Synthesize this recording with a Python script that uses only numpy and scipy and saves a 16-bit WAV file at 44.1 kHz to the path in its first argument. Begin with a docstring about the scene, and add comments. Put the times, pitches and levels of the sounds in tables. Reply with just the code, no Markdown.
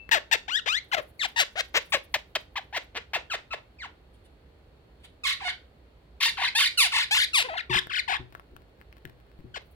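"""Parrot on a sofa

A small parrot chatters while a dangled tissue swishes beside it. Its syrinx is the source, its throat
and beak the filter: hoarse clucks, whistles and chirps, then fast warbles and squawks. At the end it
steps up to a plastic bottle, bumps it into ringing and ticks at it with beak and claws.
Two close microphones pick up the bird, the faint answer of the living room and a low rumble."""
import sys
import numpy as np
from scipy import signal
from scipy.fft import rfft, irfft, next_fast_len
from scipy.io import wavfile
from scipy.ndimage import uniform_filter1d, map_coordinates

SR = 44100
rng = np.random.default_rng(int(sys.argv[2]) if len(sys.argv) > 2 else 0)


def waveform_to_disk(signal):
    """Save audio, clipped to [-1, 1], as 16-bit WAV at the path in sys.argv[1]."""
    frames = np.transpose(np.atleast_2d(signal))
    scaled = np.clip(frames, -1, 1) * 32767
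    samples = np.round(scaled).astype(np.int16)
    wavfile.write(sys.argv[1], SR, samples)


N = 429975
EDGE_HZ = 16200  # upper band limit
FLUTTER_HZ = 80  # bandwidth of quick, random wavering

# response of throat and beak in clucks, whistles and chirps: (frequency [Hz], gain [dB])
SHORT_CALL_TRACT = [(300, -15), (550, 0.5), (1100, -4.5), (1800, 1), (3500, -0.4), (5000, -9.5),
                    (7700, -15), (9300, -31.5)]
# response of throat and beak in warbles and squawks: (frequency [Hz], gain [dB])
WARBLE_TRACT = [(500, -13), (800, -6.5), (1200, -7.5), (2200, -2.5), (3500, -1.5), (4600, -5.5),
                (5500, -15), (8200, -18), (10000, -16.5), (13000, -33)]
# response of the plastic to a tick or scratch: (frequency [Hz], gain [dB])
PLASTIC_RESPONSE = [(1500, 9), (4500, -2), (7000, -15.5), (15000, -6)]


def gain_of(db):
    """Amplitude ratio of a level in decibels."""
    return 10 ** (np.asarray(db) / 20)


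def unit_rms(x):
    """Normalisation to an rms of 1."""
    return x / np.sqrt(np.mean(x ** 2) + 1e-20)


def gain_at(points, hz):
    """Amplitude gain of a decibel spectrum, interpolated over log frequency."""
    f, db = np.transpose(points)
    return gain_of(np.interp(np.log(hz + 1), np.log(f + 1), db))


def add(mix, s, sound):
    """Superposition: a sound joins the mix at time s."""
    part = mix[max(round(s * SR), 0):][:len(sound)]
    part += sound[:len(part)]


def coloured(x, points):
    """Zero-phase filtering by a decibel spectrum."""
    size = next_fast_len(2 * x.shape[-1])
    spectrum = rfft(x, size) * gain_at(points, np.fft.rfftfreq(size, 1 / SR))
    return irfft(spectrum, size)[..., :x.shape[-1]]


def wander(count, hz):
    """Low-pass Gaussian noise of rms 1, reaching to about hz."""
    f = np.fft.rfftfreq(count, 1 / SR)
    return unit_rms(irfft(rfft(rng.standard_normal(count)) * np.exp(-(f / hz) ** 2), count))


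def background(rumble_db=-56, whine_hz=4300, whine_db=-82):
    """Partly coherent noise: rumble alike on both sides, faint diffuse hiss, and a thin whine."""
    # spectrum of the quiet room: (frequency [Hz], relative density [dB])
    ambience = [(20, -33), (59, -3.5), (87, -12.5), (210, -22), (450, -21.5), (1100, -35), (4400, -44.5),
                (5600, -57), (15000, -60)]
    # its stereo width: (frequency [Hz], side over middle [dB])
    width = [(60, -24), (180, -13), (550, -4), (1650, 1)]
    mid, side = unit_rms(coloured(rng.standard_normal((2, N)), ambience))
    side = coloured(side, width)
    whine = gain_of(whine_db) * np.sin(2 * np.pi * whine_hz * np.arange(N) / SR)
    return gain_of(rumble_db) * (mid + np.array([side, -side])) + whine


def fading_note(hz=2643, db=-47, t60=.3):
    """Exponential decay: a thin, wavering note dies away at the start."""
    t = np.arange(N) / SR
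    envelope = gain_of(db - 60 * np.minimum(t / t60, 2))
    return envelope * np.sin(2 * np.pi * hz * t + wander(N, FLUTTER_HZ) / 2)


def ticks(decay_s=0.00066, lowest_hz=1200):
    """Impact excitation: beak and claws strike short, heavily damped knocks from the plastic."""
    # strikes: (time [s], peak before filtering [dB])
    strikes = [(0.092, -28), (7.871, -28), (8.351, -29), (8.397, -34.5), (8.565, -32), (8.814, -40),
               (8.927, -40), (9.053, -28)]
    out, t = np.zeros(N), np.arange(SR // 2) / SR
    for s, db in strikes:
        hz = lowest_hz * 2 ** rng.random()  # each spot knocks at its own pitch
        tick = (rng.standard_normal(len(t)) + np.sin(2 * np.pi * hz * t)) * np.exp(-t / decay_s)
        add(out, s, gain_of(db) * coloured(tick / abs(tick).max(), PLASTIC_RESPONSE))
    return out


def tract_response(tract, delay_s_per_khz=.0003):
    """Minimum-phase cavity response at each whole Hz; dispersion in the windpipe delays high partials."""
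    hz = abs(np.fft.fftfreq(SR, 1 / SR))
    log_response = np.conj(signal.hilbert(np.log(gain_at(tract, hz))))
    return np.exp(log_response - 1j * np.pi * delay_s_per_khz * hz ** 2 / 1000)


def syrinx(start, hz, db, beak_db, nasal_hz, tract, jitter, rasp_db, steady,
           fade_s=.005, brighten=0.36, wobble=.3):
    """Source and filter: membranes pulse into the tract, and the slacker they are, the more unevenly."""
    # hiss of air at the edge of the beak: (frequency [Hz], gain [dB])
    edge_hiss = [(8500, -44.5), (11500, -0.5)]
    nasal_db, nasal_half_width_octaves = 4.5, 0.088
    wobble_hz, fray_rad, doubling = 98, 0.02, 0.068
    flutter_db, sizzle_db = 2.5, -5.5
    hz, db = (np.pad(curve, int(fade_s / 2 * SR), "edge") for curve in (hz, db))
    count, slack = len(hz), np.minimum(900 / hz, 1)
    hz = hz * np.exp(jitter * (slack * wander(count, 340) + wobble * wander(count, wobble_hz)))
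    # each pulse comes a little early or late, which frays the high harmonics
    phase = 2 * np.pi * np.cumsum(hz) / SR + fray_rad * wander(count, 800)
    harmonic = np.arange(1, int(EDGE_HZ / hz.min()) + 1)[:, None]
    partial_hz = harmonic * hz
    # a harder push and a wider beak make the call brighter
    effort_db = db + 25.5
    tilt = gain_of((brighten * effort_db - beak_db) * np.log2(harmonic))
    # the nasal resonance drifts as the tongue moves
    detune = np.log2(partial_hz / nasal_hz) + .06 * wander(count, 40)
    nasal = 1 + (gain_of(nasal_db) - 1) / (1 + 1j * detune / nasal_half_width_octaves)
    cavity = tract_response(tract)[np.minimum(partial_hz, EDGE_HZ).astype(int)]
    weight = cavity * (partial_hz < EDGE_HZ) * tilt * nasal
    weight[1] *= (hz / 750) ** 0.5  # taut membranes favour the second harmonic
    strength = np.sqrt((abs(weight) ** 2).sum(0) / 2)
    tone = -(weight * np.exp(1j * harmonic * phase)).real.sum(0) / strength
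    # period doubling: now and then strong and weak pulses alternate
    tone *= 1 + doubling * wander(count, wobble_hz) * np.cos(phase / 2)
    # air hisses through each opening of the membranes
    air = rng.standard_normal(count) * (1 + np.cos(phase)) ** 2
    sizzle = gain_of(sizzle_db + effort_db) * unit_rms(coloured(air, edge_hiss))
    puffs = unit_rms(coloured(air, tract)) + sizzle
    shimmer = np.exp(4 * jitter * slack * wander(count, 700))
    voice = tone * shimmer + gain_of(rasp_db) * slack * puffs
    flutter = gain_of(flutter_db * np.tanh(wander(count, FLUTTER_HZ)))
    # the call swells when a harmonic meets a resonance, unless the bird holds it steady
    voice = unit_rms(voice * strength ** (1 - steady) * flutter)
    fades = signal.windows.tukey(count, min(1, 2 * fade_s * SR / count))
    return start - fade_s / 2, voice * gain_of(db) * fades


def push(length, loudest, swell_db_per_s, drop_db, onset_db=2.5, attack_s=0.0083):
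    """Envelope of one breath in dB: a quick attack, a steady swell, then an ever faster fall."""
    progress, top = np.linspace(0, 1, int(length * SR)), np.clip(loudest, 0, .95)
    attack = onset_db * np.exp(-progress * length / attack_s)
    swell = swell_db_per_s * length * np.maximum(top - progress, 0)
    fall = drop_db * (np.maximum(progress - top, 0) / (1 - top)) ** 1.29
    return -attack - swell - fall


def gliding_calls(table, tract, swell_db_per_s, drop_db, **voice):
    """Frequency glides: on one breath each, the pitch slides to a turning point and on to its end."""
    out = np.zeros(N)
    for start, length, start_hz, turn_hz, end_hz, turn, db, loudest, beak_db, nasal_hz in table:
        progress = np.linspace(0, 1, int(length * SR))
        log_hz = np.interp(progress, [0, np.clip(turn, .05, .95), 1], np.log([start_hz, turn_hz, end_hz]))
        level_db = db + push(length, loudest, swell_db_per_s, drop_db)
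        add(out, *syrinx(start, np.exp(log_hz), level_db, beak_db, nasal_hz, tract, **voice))
    return out


def clucks():
    """Aperiodic vibration: strong jitter and breath noise make these short calls hoarse."""
    # clucks: (start [s], length [s], start pitch [Hz], turning pitch [Hz], end pitch [Hz], turn at [0-1],
    # level [dB], loudest at [0-1], beak muffling [dB/octave], nasal resonance [Hz])
    cluck_calls = [(0.113, 0.073, 908, 911, 515, 0.3, -19.5, 0, 2, 1680),
                   (0.313, 0.047, 824, 982, 409, 0.35, -20.5, 0.42, 0.5, 2330),
                   (0.916, 0.039, 1494, 944, 669, 0.43, -23.5, 0.81, 2, 1800),
                   (0.967, 0.042, 688, 635, 504, 0.44, -27.5, 0.38, 3, 1410),
                   (1.361, 0.076, 951, 888, 485.4, 0.42, -19.5, 0.63, -1, 1590),
                   (1.556, 0.057, 596, 811, 521, 0.52, -24.5, 0.92, -2, 1670),
                   (1.742, 0.05, 267, 599, 436, 0.73, -20, 0.6, 1.3, 2150),
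                   (1.922, 0.053, 1222, 584, 489, 0.5, -20, 0.16, 2.5, 2430),
                   (2.141, 0.026, 1137, 632, 564, 0.53, -19.5, 0, 1.5, 2360),
                   (2.352, 0.019, 1456, 623, 540, 0.45, -20.5, 0.28, 1.7, 3020),
                   (2.556, 0.042, 846, 1245, 674, 0.24, -28.5, 0.52, 1, 3220),
                   (2.727, 0.057, 735, 1076, 459.4, 0.49, -26.5, 0.87, -0.7, 2180),
                   (2.948, 0.041, 171.3, 445, 520, 0.74, -30.5, 0.64, -2.7, 2620),
                   (3.134, 0.046, 760, 1301, 417, 0.21, -24, 0.03, 1, 2420)]
    return gliding_calls(cluck_calls, SHORT_CALL_TRACT, swell_db_per_s=217.5, drop_db=10, jitter=0.036,
                         rasp_db=-19, fade_s=.0026, steady=0.97, brighten=0.54, wobble=.8)


def tissue(flicker_db=8.7):
    """Stick-slip friction: soft paper fibres catch and let go in a fine-grained swish."""
    # swishes: (middle [s], length [s], level [dB], brightness [dB/octave])
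    swishes = [(1.703, 2.8, -64.5, 11), (4.217, .3, -71, -5), (5.034, 0.1, -55.5, -8.5),
               (9.699, .2, -63.5, 19)]
    # spectrum of rubbing paper: (frequency [Hz], level [dB])
    paper_spectrum = [(1000, -37), (3500, -9.5), (6000, -25.5), (9500, -9.5), (15000, -20)]
    out = np.zeros(N)
    for s, length, db, tilt_db in swishes:
        count = int(length * SR)
        spectrum = [(hz, level + tilt_db * np.log2(hz)) for hz, level in paper_spectrum]
        grains = coloured(rng.laplace(size=count), spectrum) * gain_of(flicker_db * wander(count, 25))
        add(out, s - length / 2, gain_of(db) * unit_rms(grains) * np.hanning(count))
    return out


def whistles():
    """Nearly periodic vibration: the syrinx slides upward in two clean, slow whistles."""
    # one contour for each whistle: (time [s], pitch [Hz], level [dB])
    contours = [
        [(0.481, 736, -35), (0.514, 1370, -34.5), (0.552, 1650, -24.5), (0.579, 1923, -29), (0.6, 1300, -36.5)],
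        [(0.66, 419, -32), (0.689, 1160, -26.5), (0.72, 1340, -29), (0.753, 1734, -26.5), (0.791, 2265, -34.5)],
    ]
    out = np.zeros(N)
    for contour in contours:
        s, pitch, level = np.transpose(contour)
        t = np.arange(s[0], s[-1], 1 / SR)
        hz = np.exp(np.interp(t, s, np.log(pitch)))
        add(out, *syrinx(s[0], hz, np.interp(t, s, level), beak_db=-0.5, nasal_hz=3350,
                         tract=SHORT_CALL_TRACT, jitter=0.014, rasp_db=-34.5, steady=0.83))
    return out


def chirps():
    """Resonance: falling chirps swell as their harmonics sweep through the peaks of the tract."""
    # chirps: columns as for the clucks
    chirp_calls = [(1.194, 0.07, 2232, 1740, 647, 0.35, -27.5, 0.32, -0.79, 3270),
                   (3.3, 0.058, 1577, 1189, 374.6, 0.52, -30, 0.37, -0.3, 1670),
                   (3.507, 0.041, 1311, 1314.0, 420, 0.55, -32, 0.66, 1.9, 2370),
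                   (3.787, 0.078, 2560, 1830, 723, 0.46, -39.5, 0.45, -0.48, 1400),
                   (9.542, 0.04, 1596, 1444, 329, 0.32, -37, 0.42, -1.4, 4100)]
    return gliding_calls(chirp_calls, SHORT_CALL_TRACT, swell_db_per_s=225, drop_db=2,
                         jitter=0.033, rasp_db=-20.5, steady=0.17)


def trill(start, length, start_hz, rise_s=.008, sag_s=0.017, last_sag_ratio=.64):
    """Frequency modulation: the pitch sags to a low note, rests, and springs up at each flick."""
    # flicks of pitch: (time of the top [s], low pitch [Hz], top pitch [Hz])
    flicks = [(5.268, 1054, 2173), (5.292, 998, 2180), (5.321, 1035, 2420), (5.434, 787, 1042),
              (5.487, 725, 2365), (6.222, 830, 2498), (6.242, 987, 2413), (6.286, 907.5, 2470),
              (6.403, 741, 1049), (6.427, 683, 1281), (6.449, 914, 2116), (6.479, 1534, 2630),
              (6.594, 912, 1682), (6.619, 988, 1818), (6.648, 1413, 2574), (6.676, 1846, 2460),
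              (6.949, 898, 1172), (6.975, 824, 1538), (7.001, 878, 2240), (7.028, 1396, 2657),
              (7.152, 882, 1556), (7.178, 960, 1768), (7.207, 1454, 2400), (7.234, 1630, 2507),
              (7.544, 642.5, 1100), (7.596, 1366, 2594), (7.735, 873, 1964), (7.756, 722, 1923),
              (7.786, 1008, 1923), (7.922, 1060, 2830), (7.953, 1484, 2830), (7.988, 1435, 2647),
              (8.111, 746, 1044), (8.134, 674, 1418), (8.161, 809, 2007)]
    knots = [(start, start_hz)]
    for s, low_hz, top_hz in flicks:
        if start < s < start + length:
            spring = s - rise_s
            knots += [(min(knots[-1][0] + sag_s, spring), low_hz), (spring, low_hz), (s, top_hz)]
    knots.append((knots[-1][0] + sag_s, knots[-1][1] * last_sag_ratio))
    s, hz = np.transpose(knots)
    log_hz = np.interp(start + np.arange(int(length * SR)) / SR, s, np.log(hz))
    return np.exp(uniform_filter1d(log_hz, int(rise_s / 2 * SR)))


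def warbles(dip_db_per_octave=0.5):
    """Coupled pitch and amplitude modulation: each trilled syllable thins at the top of a flick."""
    # syllables: (start [s], length [s], start pitch [Hz], level [dB], loudest at [0-1],
    # beak muffling [dB/octave])
    syllables = [(5.237, 0.098, 1295, -27, 0.36, -1.5), (5.399, 0.11, 1467, -30.5, 0.8, 1),
                 (6.204, 0.098, 1297, -23, 0.34, -1.9), (6.371, 0.12, 1637, -25, 0.62, 3),
                 (6.551, 0.13, 823, -21, 0.29, -1), (6.918, 0.13, 1610, -23.5, 0.38, 0.5),
                 (7.11, .14, 777, -20, .2, -0.35), (7.487, 0.081, 943, -33.5, 0, 6.5),
                 (7.568, 0.044, 2295, -30, 0.33, 6), (7.697, 0.098, 1180, -20.5, 1, 3.5),
                 (7.896, 0.11, 1745, -24.5, 0.95, 4), (8.079, 0.091, 1055, -27, 0.26, 4.5)]
    out = np.zeros(N)
    for start, length, start_hz, db, loudest, beak_db in syllables:
        hz = trill(start, length, start_hz)
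        level_db = db + push(length, loudest, swell_db_per_s=130, drop_db=4.5)
        level_db -= dip_db_per_octave * np.log2(hz / hz.mean())
        add(out, *syrinx(start, hz, level_db, beak_db, nasal_hz=2330, tract=WARBLE_TRACT,
                         jitter=0.01, rasp_db=-32, steady=1, brighten=0.33, wobble=1.2))
    return out


def squawks():
    """Harmonics grow with effort: two loud, bright squawks fall in pitch, then a soft croak follows."""
    # squawks and croak: columns as for the clucks
    squawk_calls = [(6.775, 0.098, 1473.0, 1133, 667, 0.39, -18, 0.23, -1.76, 2500.0),
                    (7.333, 0.096, 1390, 932, 458.6, 0.5, -19.5, 0.29, -1.1, 2600),
                    (7.44, 0.042, 484, 529, 420, 0.56, -36, 0.31, 4.5, 2580.0)]
    return gliding_calls(squawk_calls, WARBLE_TRACT, swell_db_per_s=198, drop_db=8.5,
                         jitter=0.008, rasp_db=-31, steady=0.4)


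def bumps(rise_s=0.0024, decay_s=0.019):
    """Modal ringing: steps and bumps, softened by the cushion, thud and excite the bottle."""
    # steps and bumps: (time [s], level [dB])
    impacts = [(7.694, -35.5), (7.755, -36.5), (8.195, -40), (8.519, -44), (9.047, -41.5), (9.389, -45.5),
               (9.44, -42)]
    # modes of the bottle: (frequency [Hz], relative level [dB], time to fall 60 dB [s])
    bottle_modes = [(123, 0, 0.66), (367, 4, 0.28)]
    out, t = np.zeros(N), np.arange(SR // 2) / SR
    ring = sum(gain_of(db - 60 * t / t60) * np.sin(2 * np.pi * hz * t) for hz, db, t60 in bottle_modes)
    hardest_db = max(db for _, db in impacts)
    for s, db in impacts:
        thud = wander(len(t), 310) * np.exp(-t / decay_s)
        coupling = gain_of(2 * (db - hardest_db))  # light steps barely stir the bottle
        add(out, s, gain_of(db) * (1 - np.exp(-t / rise_s)) * (thud + coupling * ring))
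    return out


def scrapes(start_s=8.3, end_s=9.5, db=-69.5, scratches_per_s=250):
    """Shot noise: clumps of tiny scratches as the claws grip fabric and plastic."""
    out, count = np.zeros(N), int((end_s - start_s) * SR)
    grains = rng.standard_normal(count) * (rng.random(count) < scratches_per_s / SR)
    grains *= np.exp(wander(count, 17))
    add(out, start_s, gain_of(db) * unit_rms(coloured(grains, PLASTIC_RESPONSE)))
    return out


def room(x, t60=0.26, early_s=0.0021, early_db=3, echoes_per_s=2500):
    """Reverberation: early reflections off the sofa, then a short tail that has lost its treble."""
    t = np.arange(SR // 2) / SR
    taps = rng.standard_normal((2, len(t))) * (rng.random((2, len(t))) < echoes_per_s / SR)
    tail = coloured(taps * gain_of(-60 * t / t60) * (t > early_s), [(4000, 0), (EDGE_HZ, -10)])
    early = taps * np.exp(-t / early_s) * t
    tail, early = (part / np.linalg.norm(part, axis=1, keepdims=True) for part in (tail, early))
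    return signal.fftconvolve(x[None], tail + gain_of(early_db) * early, axes=1)[:, :N]


def scene():
    """Time and level differences between two microphones place the moving bird in the room."""
    # path of the bird: (time [s], lead at the left [ms], left over right [dB], feed to the room [dB])
    bird_path = [(.7, 0.364, 11.5, -16), (2.201, 0.056, 4, -18.5), (3, 0.074, 2.5, -13.5),
                 (5.3, 0.14, -3, -7), (6.25, 0.061, 5.5, -10.5), (6.75, 0.084, 0, -9),
                 (7.249, .18, 5, -14.5), (7.802, 0.39, 9, -14.5)]
    t = np.arange(N) / SR
    s, *columns = np.transpose(bird_path)
    lead_ms, pan_db, room_db = (np.interp(t, s, column) for column in columns)
    parrot = clucks() + chirps() + whistles() + squawks() + warbles()
    direct = parrot + ticks() + bumps() + scrapes() + tissue() + fading_note()
    delayed = map_coordinates(direct, [np.arange(N) - lead_ms * SR / 1000])
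    pair = np.array([direct * gain_of(pan_db / 2), delayed * gain_of(-pan_db / 2)])
    return pair + room(direct * gain_of(room_db)) + background()


def record(dry):
    """Frequency response: each microphone port colours the sound, and a low-pass limits the band."""
    # response of the left port over the right: (frequency [Hz], gain [dB])
    port_balance = [(700, -2), (1900, 2), (4200, -2.5)]
    ports = [coloured(channel, [(hz, side * db / 2) for hz, db in port_balance])
             for channel, side in zip(dry, (1, -1))]
    low_pass = signal.firwin(511, EDGE_HZ, window=("kaiser", 9), fs=SR)
    return signal.oaconvolve(np.array(ports), low_pass[None], "same", axes=1)


dry = scene()
out = record(dry)
waveform_to_disk(out)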